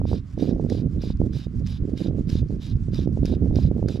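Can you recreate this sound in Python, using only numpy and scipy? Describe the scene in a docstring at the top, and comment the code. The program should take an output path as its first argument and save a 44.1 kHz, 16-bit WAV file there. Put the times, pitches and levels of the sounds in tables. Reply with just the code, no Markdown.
"""At a lake, a fly line is stripped in by hand, about three pulls a second, close to the microphones.
Each pull rasps the line through the rod rings, often with a tick as it snaps taut; between pulls the
hand slides softly back. Gusty wind rumbles and thumps on the microphones, mostly on the right,
over a faint wash of ripples."""
import sys
import numpy as np
from scipy import signal
from scipy.fft import rfft, irfft
from scipy.io import wavfile
from scipy.ndimage import uniform_filter1d

SR = 44100
rng = np.random.default_rng(int(sys.argv[2]) if len(sys.argv) > 2 else 0)


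def wav_record(signal):
    """Record a signal, one row per channel, as 16-bit PCM in the file named by sys.argv[1]."""
    frames = np.transpose(np.atleast_2d(signal))
    bounded = np.clip(frames, -1, 1)
    # unit amplitude maps onto the largest positive 16-bit level
    quanta = np.round(bounded * 32767).astype(np.int16)
    wavfile.write(sys.argv[1], SR, quanta)


N = 176400
T = np.arange(N) / SR
HZ = np.fft.rfftfreq(N, 1 / SR)

# Hardest wind buffets. Each row: time in seconds, level in dB, width in ms.
WIND_BUFFETS = [(.016, -14, 0.88), (0.054, -12.5, 0.96), (0.116, -8.5, 1.22), (.131, -11.5, 0.76),
                (.378, -14.5, 1.14), (0.424, -9, 1.76), (0.444, -22, 0.86), (.493, -6, 1.78),
                (0.527, -9.5, 1.44), (0.55, -6, 2.3), (0.598, -9.5, 1.07), (0.649, -7.5, 1.56),
                (0.723, -5.5, 1.26), (.86, -5.5, 2.08), (0.984, -15, 2.2), (1.038, -13, 1.2),
                (1.075, -10, 2.6), (1.103, -23, .7), (1.106, -10, 1.97), (1.203, -5, 1.8),
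                (1.217, -5.5, 1.15), (1.252, -15.5, 1.65), (1.367, -21, 1.3), (1.469, -14.5, 1.53),
                (1.826, -10, 3.5), (1.937, -10.5, 2), (2.062, -10, 1.39), (2.084, -7.5, 1.75),
                (2.099, -13.5, 1.89), (2.21, -7.5, 2.6), (2.298, -12.5, 2), (2.33, -6, 2.6),
                (2.355, -4.5, 1.92), (2.43, -13, 1.72), (2.506, -16, 1.28), (2.825, -13.5, 3.5),
                (2.885, -10.5, 1.8), (2.934, -15, 2.1), (2.992, -6.5, 1.68), (3.06, -8.5, 2.07),
                (3.075, -5.5, 1.41), (3.174, -14, 1.04), (3.232, -10.5, 1.34), (3.251, -8, 1.42),
                (3.299, -18, 1.1), (3.327, -13, 1.14), (3.339, -9, 1.3), (3.415, -17, 3.1),
                (3.438, -14, 1.57), (3.46, -14.5, 1.27), (3.511, -12.5, 1.2), (3.568, -7.5, 1.39),
                (3.588, -7.5, 1.13), (3.714, -9.5, 1.29), (3.782, -19.5, 1.06), (3.828, -9, 1.06),
                (3.86, -7, 1.49), (3.959, -16, 1.12)]
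# Wind flutter strength. Each row: time in seconds, level in dB.
GUST_DB = [(0, -27), (.17, -25.5), (.23, -42.5), (.345, -43), (.39, -22.5), (.76, -24), (.92, -30),
           (1.08, -30.5), (1.16, -49.5), (1.24, -22.5), (1.36, -32), (1.45, -43.5), (1.61, -27),
           (1.67, -37), (1.78, -44.5), (1.81, -28), (2.01, -26.5), (2.12, -25), (2.26, -32), (2.37, -28.5),
           (2.47, -33.5), (2.53, -25), (2.62, -36.5), (2.79, -32.5), (2.85, -44), (2.91, -28.5), (3.3, -25),
           (3.8, -23), (4, -25)]
# Rumble envelope. Each row: time in seconds, relative level in dB.
RUMBLE_ENVELOPE_DB = [(0.0, -18.5), (0.17, -26), (0.28, -39), (0.39, -26.5), (1.31, -24), (1.45, -35.5),
                      (1.47, -23), (1.53, -31.5), (1.57, -20), (1.88, -28), (1.9, -27), (2.06, -45),
                      (2.09, -22.5), (2.37, -25.5), (2.43, -15), (2.48, -32), (2.54, -19), (2.63, -33.5),
                      (2.76, -18), (2.78, -26), (3.16, -19.5), (3.19, -21), (3.35, -20.5), (3.48, -19.5),
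                      (3.56, -17), (3.63, -17), (3.68, -16), (4.0, -31)]
# Rumble spectrum. Each row: frequency in Hz, relative density in dB.
RUMBLE_SPECTRUM_DB = [(10, -28.5), (25, -16), (45, -6.5), (72, -3), (115, -4.5), (180, -9.5), (260, -15.5),
                      (400, -35.5), (800, -91.5)]
# Shelter of the left microphone. Each row: frequency in Hz, left minus right in dB.
SHELTER_DB = [(25, 3), (60, -4), (110, -8), (200, -8), (370, -12), (670, -14.5), (1200, -22)]
# Ripples and distant air. Each row: frequency in Hz, relative density in dB.
LAKE_SPECTRUM_DB = [(100, 12.5), (450, 4.5), (700, -0.5), (850, -9.5), (1050, 3.5), (1500, 0), (2200, -5),
                    (3300, -10), (5500, -14), (7500, -18), (9000, -24), (12000, -28), (14000, -40.5)]
# Pulls of the line. Each row: start in seconds, length in seconds, relative level in dB.
LINE_PULLS = [(0.055, 0.16, -51), (0.376, 0.16, -50), (0.68, 0.16, -51), (0.998, 0.15, -50.5),
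              (1.318, 0.16, -50.5), (1.649, 0.15, -50.5), (1.957, 0.15, -48.5), (2.277, 0.15, -47.5),
              (2.598, 0.15, -50.5), (2.921, 0.15, -49), (3.237, 0.14, -50.5), (3.539, 0.16, -50.5),
              (3.871, 0.13, -49.5)]
# Line rasping on rings and finger. Each row: frequency in Hz, relative density in dB.
RASP_SPECTRUM_DB = [(500, -2), (1500, -9), (2050, -9), (3000, -2), (4300, -6.5), (5600, -4.5), (6200, -13),
                    (6900, -14.5), (8000, -21), (9000, -24.5), (11400, -19.5), (12600, -33), (14000, -45)]
# Resonances the sliding line excites. Each row: centre in Hz, width in Hz, lift in dB.
RASP_RESONANCES = [(1635, 270, 5.5), (2414, 130, 7), (2880, 66, 3.5), (3480, 68, 4.5), (3716, 240, 8.5),
                   (4000, 390, 7.5), (4874, 330, 9), (6600, 180, 6)]
# Fizz of the line at full speed. Each row: frequency in Hz, relative density in dB.
FIZZ_SPECTRUM_DB = [(1000, -39), (3000, -15.5), (5500, 3), (6800, 0), (8000, -2.5), (9000, -9),
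                    (11400, -6.5), (12700, -7), (14000, -17.5)]
# Hand sliding on the line. Each row: frequency in Hz, relative density in dB.
SLIDE_SPECTRUM_DB = [(800, 0), (2000, -6), (3700, -8.5), (5000, -5.5), (6500, -8.5), (7700, -10),
                     (8600, -19.5), (10800, -17), (12500, -27), (14000, -32)]
# Line hitting the rod, loud going taut, faint going slack. Each row: start in seconds, relative dB.
LINE_TICKS = [(.3205, -83), (0.387, -40), (.5342, -49), (0.5508, -50.5), (0.6987, -28), (1.0172, -39),
              (1.0219, -35.5), (1.1707, -48), (1.3328, -39), (1.5958, -50), (1.6635, -37), (1.6712, -31.5),
              (1.9759, -32.5), (2.292, -31), (2.3, -28), (2.4853, -48.5), (2.7549, -52), (2.767, -52),
              (2.945, -33), (3.0772, -48.5), (3.1264, -49), (3.255, -23.5), (3.2624, -31), (3.5573, -31),
              (3.885, -26)]
# Tick spectrum. Each row: frequency in Hz, relative density in dB.
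TICK_SPECTRUM_DB = [(600, -24), (1600, 1.5), (2400, -2.5), (3600, -13.5), (5000, 9), (6300, -2),
                    (8000, -15.5), (12000, -18.5), (14500, -26.5)]
# Likeness of the line at the two microphones. Each row: frequency in Hz, correlation (capped at 1).
LINE_CORRELATION = [(1000, 0.9), (2000, 0.85), (2900, 0.33), (4000, 1.16), (6200, 0.8), (9000, 0.6),
                    (13600, 1.7)]
# Line balance. Each row: frequency in Hz, left minus right in dB.
LINE_PAN_DB = [(1000, -2.5), (1700, 0), (2300, 0), (3200, -5), (3750, -1), (4350, -5.5), (5000, -.5),
               (7400, 1.5), (10000, 2), (12000, 5)]
# Reflections off arm, chest and rod. Each row: delay in seconds, gain.
BODY_ECHOES = [(.0019, .06), (.0047, 0.072), (.0083, .09), (0.0115, .08)]


def amp(db):
    """Decibels to gain."""
    return 10 ** (np.asarray(db) / 20)


def unit(x):
    """Scale to rms 1."""
    return x / np.sqrt(np.mean(x ** 2) + 1e-20)


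def spectrum(points):
    """Interpolate (Hz, value) points over log frequency."""
    hz, value = np.transpose(points)
    return np.interp(np.log(HZ + 1), np.log(hz + 1), value)


def curve(points, time_s):
    """Interpolate (seconds, value) points."""
    return np.interp(time_s, *np.transpose(points))


def colour(x, db):
    """Filter by a dB spectrum, keeping the power of white noise."""
    return irfft(rfft(x) * unit(amp(db)), N)


def delay(lag_s):
    """Frequency response of a delay."""
    return np.exp(-2j * np.pi * HZ * lag_s)


def wobble(rate_hz):
    """Smooth random drift, rms 1."""
    return unit(irfft(rfft(rng.standard_normal(N)) / (1 + (HZ / rate_hz) ** 4), N))


def correlate(stereo, correlation):
    """Make two independent channels partly alike."""
    left, right = rfft(stereo)
    shared = np.clip(correlation, 0, 1)
    return irfft(np.array([left, shared * left + np.sqrt(1 - shared ** 2) * right]), N)


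def ramp(u):
    """Smooth step from 0 to 1."""
    return np.sin(np.pi / 2 * np.clip(u, 0, 1)) ** 2


def add_eddy(mix, time_s, gain, width_ms, phase_turns, order):
    """One eddy passing the microphone: a pressure swing, brighter if narrow; more swings at high order."""
    centre = int(time_s * SR)
    near = slice(max(centre - SR // 20, 0), centre + SR // 20)
    offset_ms = (T[near] - time_s) * 1000
    swing = np.exp(2j * np.pi * phase_turns) / (1 - 1j * offset_ms / width_ms) ** order
    mix[near] += gain * swing.real


def flutter(eddies_per_s=220, base_width_ms=2.757, base_gust_db=-27.5, halving_db=25):
    """A stream of eddies that shrink as the gust grows."""
    eddies = np.zeros(N)
    for _ in range(int(eddies_per_s * N / SR)):
        time_s = rng.uniform(0, N / SR)
        shrink = 2 ** ((base_gust_db - curve(GUST_DB, time_s)) / halving_db)
        width_ms = base_width_ms * shrink * np.exp(rng.uniform(-0.33, 0.33))
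        add_eddy(eddies, time_s, amp(rng.uniform(-6, 6)), width_ms, rng.random(), order=4.22)
    return unit(eddies) * amp(curve(GUST_DB, T) + 2.2 * wobble(rate_hz=30))


def wind():
    """Buffets, lumpy rumble and flutter; weaker and duller at the sheltered left microphone."""
    buffets = np.zeros(N)
    for time_s, db, width_ms in WIND_BUFFETS:
        add_eddy(buffets, time_s, amp(db), width_ms, rng.random(), order=2.51)
    rumble = colour(rng.standard_normal((2, N)), spectrum(RUMBLE_SPECTRUM_DB))
    rumble *= amp(curve(RUMBLE_ENVELOPE_DB, T) - 1 + 2 * wobble(rate_hz=34))
    right = buffets + rumble[0] + flutter()
    left = irfft(rfft(right) * amp(spectrum(SHELTER_DB)) * delay(lag_s=0.0001), N)
    return np.array([left + amp(-19.5) * rumble[1], right])


def lake(level_db=-60):
    """Faint, wide wash of ripples."""
    noise = correlate(rng.standard_normal((2, N)), correlation=0.44)
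    return amp(level_db + 0.44 * wobble(rate_hz=15)) * colour(noise, spectrum(LAKE_SPECTRUM_DB))


def friction(spread_db, slips_per_s=10000):
    """Dense tiny slips of uneven size, two channels."""
    size = amp(spread_db * np.minimum(rng.exponential(1, N), 5))
    slipping = rng.random(N) < slips_per_s / SR
    return unit(size * slipping * rng.standard_normal((2, N)))


def pulls(creep_s=0.014, rise_s=0.025, fall_s=0.04, sag_db=-2, arch_db=1.5):
    """The line creeps, speeds up, judders through the rings and stops; most fizz at full speed."""
    rasp_envelope, fizz_envelope = np.zeros((2, N))
    for start_s, length_s, db in LINE_PULLS:
        age_s = T - start_s
        progress = np.clip(age_s / length_s, 0, 1)
        attack = ramp(age_s / rise_s) + amp(-14) * ramp(age_s / creep_s + 1)
        release = ramp((length_s - age_s) / fall_s)
        envelope = amp(db + sag_db * (progress - 0.5)) * attack * release
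        full_speed = np.exp(-0.5 * ((progress - 0.35) / 0.18) ** 2)
        rasp_envelope += envelope * amp(arch_db * (full_speed - 2.5))
        fizz_envelope += envelope * full_speed
    judder = amp(1.1 * wobble(rate_hz=110))
    lift_db = sum(db / (1 + (2 * (HZ - hz) / width_hz) ** 2) for hz, width_hz, db in RASP_RESONANCES)
    rasp = colour(friction(spread_db=1.5) * rasp_envelope * judder, spectrum(RASP_SPECTRUM_DB) + lift_db)
    fizz = colour(friction(spread_db=2) * fizz_envelope * judder, spectrum(FIZZ_SPECTRUM_DB))
    return rasp + amp(-15.5) * fizz


def slides(peak_after_s=0.096, width_s=0.035):
    """After each pull the fingers brush back along the slack line."""
    peaks_s = [start_s + length_s + peak_after_s for start_s, length_s, _ in LINE_PULLS]
    speed = sum(np.exp(-0.5 * ((T - peak_s) / width_s) ** 2) for peak_s in peaks_s)
    brush = friction(spread_db=2) * speed * amp(1.7 * wobble(rate_hz=70))
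    return amp(-63.5) * colour(brush, spectrum(SLIDE_SPECTRUM_DB))


def ticks(rise_s=0.0013, decay_s=0.0015, trim_db=-0.5):
    """Short snaps of line against the rod."""
    envelope = np.zeros(N)
    for start_s, db in LINE_TICKS:
        age_s = np.maximum(T - start_s, 0)
        envelope += amp(db + trim_db) * ramp(age_s / rise_s) * np.exp(-age_s / decay_s)
    return colour(envelope * rng.choice([-1., 1.], (2, N)), spectrum(TICK_SPECTRUM_DB))


def wander(stereo, depth_db=2):
    """The running line's colour drifts in patches of about 500 Hz by 25 ms."""
    frames = signal.stft(stereo, nperseg=256)[2]
    patches = uniform_filter1d(rng.standard_normal(frames.shape[1:]), size=3, axis=0)
    patches = unit(uniform_filter1d(patches, size=9, axis=1))
    return signal.istft(frames * amp(depth_db * patches), nperseg=256)[1][:, :N]


def from_rod(stereo, left_lag_s=0.000012):
    """Path from the rod to two body-worn microphones, with close reflections."""
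    half_pan_db = spectrum(LINE_PAN_DB) / 2
    microphones = np.array([amp(half_pan_db) * delay(left_lag_s), amp(-half_pan_db)])
    paths = 1 + sum(gain * delay(lag_s) for lag_s, gain in BODY_ECHOES)
    line = correlate(stereo, spectrum(LINE_CORRELATION))
    return irfft(rfft(line) * microphones * paths, N)


def scene():
    """Line, lake and wind together."""
    line = wander(pulls() + slides()) + ticks()
    return from_rod(line) + lake() + wind()


def record(dry):
    """Low-pass at 14.4 kHz."""
    lowpass = signal.firwin(301, 14400, window=("kaiser", 9), fs=SR)
    return signal.oaconvolve(dry, lowpass[None], "same")


dry = scene()
out = record(dry)
wav_record(out)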